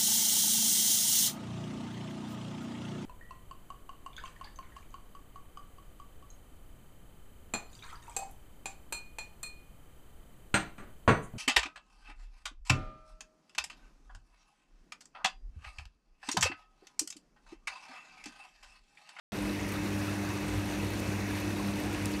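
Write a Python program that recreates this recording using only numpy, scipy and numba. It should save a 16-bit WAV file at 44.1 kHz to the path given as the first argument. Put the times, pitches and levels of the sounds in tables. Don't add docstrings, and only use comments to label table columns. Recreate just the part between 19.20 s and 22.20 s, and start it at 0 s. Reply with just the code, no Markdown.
import sys
import numpy as np
from scipy import signal
from scipy.fft import rfft, irfft
from scipy.io import wavfile
from scipy.ndimage import uniform_filter1d
from numba import njit

SR = 44100
rng = np.random.default_rng(int(sys.argv[2]) if len(sys.argv) > 2 else 0)


def transcribe(u):
    v = np.clip(np.atleast_2d(u).T, -1, 1)
    q = np.round(v * 32767).astype(np.int16)
    wavfile.write(sys.argv[1], SR, q)


def ratio_of_db(decibels):
    return 10 ** (np.asarray(decibels, float) / 20)


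N = 132300


def level(x, db):
    return x * ratio_of_db(db) / np.sqrt(np.mean(x ** 2))


@njit
def svf(x, hz, width):
    y, b, l = np.empty(len(x)), 0., 0.
    g, k = np.tan(np.pi * hz / SR), width / hz
    for i in range(len(x)):
        v = (b + g * (x[i] - l)) / (1 + g * (g + k))
        b, l, y[i] = 2 * v - b, l + 2 * g * v, k * v
    return y


@njit
def rings(at, hz, cycles, size, glide):
    y = np.zeros(N)
    for e in range(len(at)):
        start = int(at[e])
        length = cycles[e] * SR / hz[e]
        phase = 0.
        for i in range(min(int(length), N - start)):
            phase += 2 * np.pi * hz[e] * (1 + glide * i / length) / SR
            fade = 7 * i / length
            y[start + i] += size[e] * fade * np.exp(1 - fade) * np.sin(phase)
    return y


def walk(rate):
    hold = int(SR / rate)
    steps = np.repeat(rng.standard_normal(N // hold + 1), hold)
    return 1.28 * uniform_filter1d(uniform_filter1d(steps, hold), hold)[:N]


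HUM_HZ = 100.165
# multiple of the hum pitch, rms level in dB.
HUM = [
    (1, -42.5),
    (2, -41.2),
    (3, -40.3),
    (4, -56),
    (5.794, -56),
]
# time in seconds, rms level in dB.
THROB = [(0.13, -56), (0.18, -39), (0.33, -47), (0.37, -54), (0.5, -40.5), (1.04, -43), (1.1, -37.5),
         (1.23, -49.5), (1.38, -34), (1.42, -41), (2.3, -42), (2.38, -44), (2.43, -44.5), (2.56, -42),
         (2.64, -48.5), (2.87, -38), (2.93, -50), (3.0, -49)]


def hum():
    t = np.arange(N) / SR
    throb_db = np.interp(t, *np.array(THROB).T)
    throb_db = throb_db - throb_db.mean()
    out = np.zeros(N)
    for multiple, db in HUM:
        line_db = db + 1.7 * walk(24)
        if multiple == 1:
            line_db = line_db + throb_db
        phase = 2 * np.pi * multiple * HUM_HZ * t + 1.3 * multiple ** 2
        out += np.sqrt(2) * ratio_of_db(line_db) * np.cos(phase)
    return out


# pitch in Hz, width in Hz, rms level in dB.
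WHINES = [
    (58, 24, -49),
    (100, 14, -56),
    (339, 7, -52),
    (951, 40, -58),
    (1254, 4, -62.5),
    (2600, 70, -55.5),
    (5900, 500, -62),
]


def whines():
    out = np.zeros(N)
    for hz, width, db in WHINES:
        noise = rng.standard_normal(2 * N)
        tone = svf(noise, 1. * hz, 0.94 * width)
        tone = svf(tone, 1. * hz, 0.94 * width)
        out += level(tone[N:], db)
    return out


# frequency in Hz, strength in dB per Hz.
RUSH = [
    (38, -29),
    (60, -3.5),
    (300, -5),
    (450, -9.5),
    (1250, -17.5),
    (2600, -16),
    (3200, -23),
    (12000, -33),
]
RUSH_DB = -37.5


def rush_db(hz):
    table_hz, table_db = np.array(RUSH).T
    return np.interp(np.log(hz), np.log(table_hz), table_db)


def jets():
    hz = np.maximum(np.arange(N // 2 + 1) * SR / N, 1)
    spectrum = rfft(rng.standard_normal(N)) * ratio_of_db(rush_db(hz))
    swell_db = .2 * walk(0.47) + 0.78 * walk(40.67)
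    out = np.zeros(N)
    for octave in np.arange(4, 14.5, 1 / 3):
        distance = np.clip(3 * (np.log2(hz) - octave), -1, 1)
        band = irfft(spectrum * np.cos(np.pi / 2 * distance) ** 2, N)
        out += band * ratio_of_db(swell_db + 1.2 * walk(9.04))
    return level(out, RUSH_DB)


def bursts(count, lo_hz, hi_hz, cycles, spread_db, glide):
    when, pitch, loudness, ring = rng.random((count, 4)).T
    hz = lo_hz * (hi_hz / lo_hz) ** pitch
    size = ratio_of_db(rush_db(hz) - spread_db * np.log(1 - .955 * loudness)) * hz / 1000
    return rings(when * N, hz, cycles * (.5 + ring), size / np.sqrt(cycles), 1. * glide)


def bubbles():
    return ratio_of_db(RUSH_DB + 5.5) * bursts(4500, 299.6, 12820, cycles=30, spread_db=5, glide=.2)


def fizz():
    return ratio_of_db(RUSH_DB + 11.5) * bursts(1500, 3500, 13300, cycles=5, spread_db=2.4, glide=0)


def strike(events):
    s, db, hz, cycles = np.array(events).T.copy()
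    return -rings(s * SR, hz, cycles, ratio_of_db(db), 0.022)


# start in seconds, peak in dB, pitch in Hz, cycles of ring.
DROPS = [(.537, -35, 13400, 30), (.748, -36, 11700, 6), (.792, -38, 12400, 14), (1.1035, -35, 5500, 6),
         (1.139, -41, 11000, 40), (1.1775, -38, 7650, 12), (1.283, -36, 8700, 25), (1.381, -40, 11000, 24),
         (1.413, -41, 7900, 14), (1.457, -35, 12400, 10), (1.5, -33, 4500, 4), (1.5395, -34, 3800, 6),
         (1.7045, -35, 13400, 30), (1.7925, -31, 8000, 4), (1.7965, -32, 5000, 6), (1.8015, -35, 9000, 4),
         (2.104, -33, 11000, 5), (2.202, -38, 12400, 20), (2.259, -40, 12000, 4), (2.478, -37, 13800, 10),
         (2.56, -38, 9900, 10), (2.601, -34, 12600, 26), (2.747, -35, 2670, 16), (2.912, -40, 12700, 20),
         (2.939, -32, 4180, 10), (2.939, -38, 5600, 9), (2.8625, -41, 6100, 12), (2.8625, -43, 8400, 12),
         (2.8668, -40, 6600, 12), (2.929, -44, 4600, 12), (2.948, -39, 4300, 16), (1.648, -40, 3630, 20),
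         (1.383, -40, 4100, 16), (.224, -40, 8900, 20), (.2255, -42, 10100, 16), (.2965, -37, 3930, 18),
         (0.401, -39, 6450, 18), (.413, -41, 7000, 16), (.468, -41, 10700, 24), (.492, -42, 14300, 16),
         (.52, -43, 14300, 16), (.794, -44, 6800, 14), (1.7945, -41, 13000, 14), (1.938, -43, 4580, 16),
         (2.171, -42, 11750, 20), (2.291, -39, 15000, 20), (2.402, -45, 9200, 16), (2.485, -38.5, 3900, 16),
         (2.916, -40, 7650, 18), (2.837, -41, 12000, 10), (2.936, -38, 12500, 8), (2.824, -42, 8200, 12)]


def droplets():
    return strike(DROPS)


# start in seconds, peak in dB, pitch in Hz, cycles of ring.
GURGLES = [(.445, -40, 2100, 45), (.46, -40, 1850, 50), (.678, -42, 1150, 25), (.88, -38, 1300, 30),
           (.958, -43, 1870, 40), (1.735, -44, 2100, 30), (2.055, -44, 1900, 30), (2.105, -40, 1700, 35),
           (2.395, -39, 1050, 25), (.525, -40, 2300, 25), (1.29, -37, 54, 12), (1.888, -31, 140, 4),
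           (2.62, -39, 54, 10), (.388, -43, 1900, 35), (.555, -43, 1270, 28), (1.165, -43, 1180, 26),
           (1.183, -43, 1650, 30), (1.239, -43, 2330, 36), (1.338, -41, 970, 24), (1.697, -40, 715, 20),
           (1.744, -44, 2290, 34), (1.935, -43, 1560, 30), (2.13, -42, 925, 22), (2.277, -42, 2590, 45),
           (2.341, -41, 715, 20), (2.566, -41, 885, 24), (2.597, -42, 1820, 34), (2.654, -40, 760, 20),
           (2.002, -43, 2590, 45), (.748, -43, 2550, 45), (.437, -43, 2550, 45), (.64, -41, 350, 22),
           (2.69, -40, 160, 12)]


def gurgles():
    return strike(GURGLES)


# start in seconds, length in seconds, rms level in dB.
SPLASHES = [(.475, 0.032, -47.5), (.515, .015, -49), (1.132, .01, -59), (1.792, .018, -48),
            (2.102, .012, -48), (2.2, 0.011, -47), (2.47, .015, -53), (2.556, .01, -57),
            (2.724, 0.018, -48), (2.855, 0.014, -49), (2.912, .02, -50)]


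def spray():
    t = np.arange(N) / SR
    gate = np.zeros(N)
    for s, length, db in SPLASHES:
        gate += ratio_of_db(db) * np.sin(np.pi * np.clip((t - s) / length, 0, 1))
    crackle = rng.standard_normal(N) * ratio_of_db(3.6 * walk(900))
    return gate * level(svf(crackle, 10300., 15000.), 0)


SNAP_S = 2.8573
# delay in seconds, peak in dB, pitch in Hz, cycles of ring.
SNAP = [
    (.00013, -19.5, 6700, 3),
    (.0002, -24.5, 14000, 5),
    (.0005, -31, 6000, 4),
    (.00043, -29.5, 9300, 14),
]


def snap():
    return strike([(SNAP_S + delay, *rest) for delay, *rest in SNAP])


# frequency in Hz, width in Hz, depth from 0 to 1.
HOLLOWS = [(77, 16, .5), (125, 25, .25), (255, 50, .2), (430, 50, .3), (650, 60, .25), (2400, 80, .25),
           (2700, 90, .4), (3100, 300, .3), (4950, 350, .3), (7600, 900, .33), (10380, 900, .52)]


def hollow(water):
    for hz, width, depth in HOLLOWS:
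        water = water - np.clip(depth, 0, 1) * svf(water, 1. * hz, 1. * width)
    return water


def scene():
    water = hollow(jets() + bubbles() + fizz() + spray())
    pump = hum() + whines()
    return (water + pump + droplets() + gurgles() + snap())[None]


# start in seconds, length in seconds, lowest Hz, highest Hz.
GAPS = [(.155, .085, 15450, 16000), (.18, .06, 15200, 15450), (.13, .075, 14820, 15000),
        (.185, .125, 13590, 13770), (.23, .045, 14550, 14950), (.225, .045, 10300, 10450),
        (.295, .06, 10080, 10260), (.25, .035, 12980, 13160), (.275, .06, 15130, 15310)]


def treble_gaps(x):
    hz = np.arange(N // 2 + 1) * SR / N
    t = np.arange(N) / SR
    for s, length, lo_hz, hi_hz in GAPS:
        band = irfft(rfft(x) * ((hz > lo_hz) & (hz < hi_hz)), N)
        x = x - band * np.clip(np.minimum(t - s, s + length - t) / .012, 0, 1)
    return x


def top_cut(x):
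    return signal.sosfilt(signal.butter(12, 16510, fs=SR, output="sos"), x)


def record(dry):
    x = signal.sosfilt(signal.butter(6, 44.2, "high", fs=SR, output="sos"), dry)
    x = signal.sosfilt(signal.butter(3, 13240, fs=SR, output="sos"), x)
    hz = np.arange(N // 2 + 1) * SR / N
    t = np.arange(N) / SR
    top = x - irfft(rfft(x) * np.clip((15720 + 60 - hz) / 60, .02, 1), N)
    x = x - top * np.clip(np.abs(t - SNAP_S) / .0013 - 1, 0, 1)
    x = treble_gaps(x)
    x = x * np.clip((t - .1203) / 0.000091, 0, 1)
    return top_cut(x)


dry = scene()
out = record(dry)
transcribe(out)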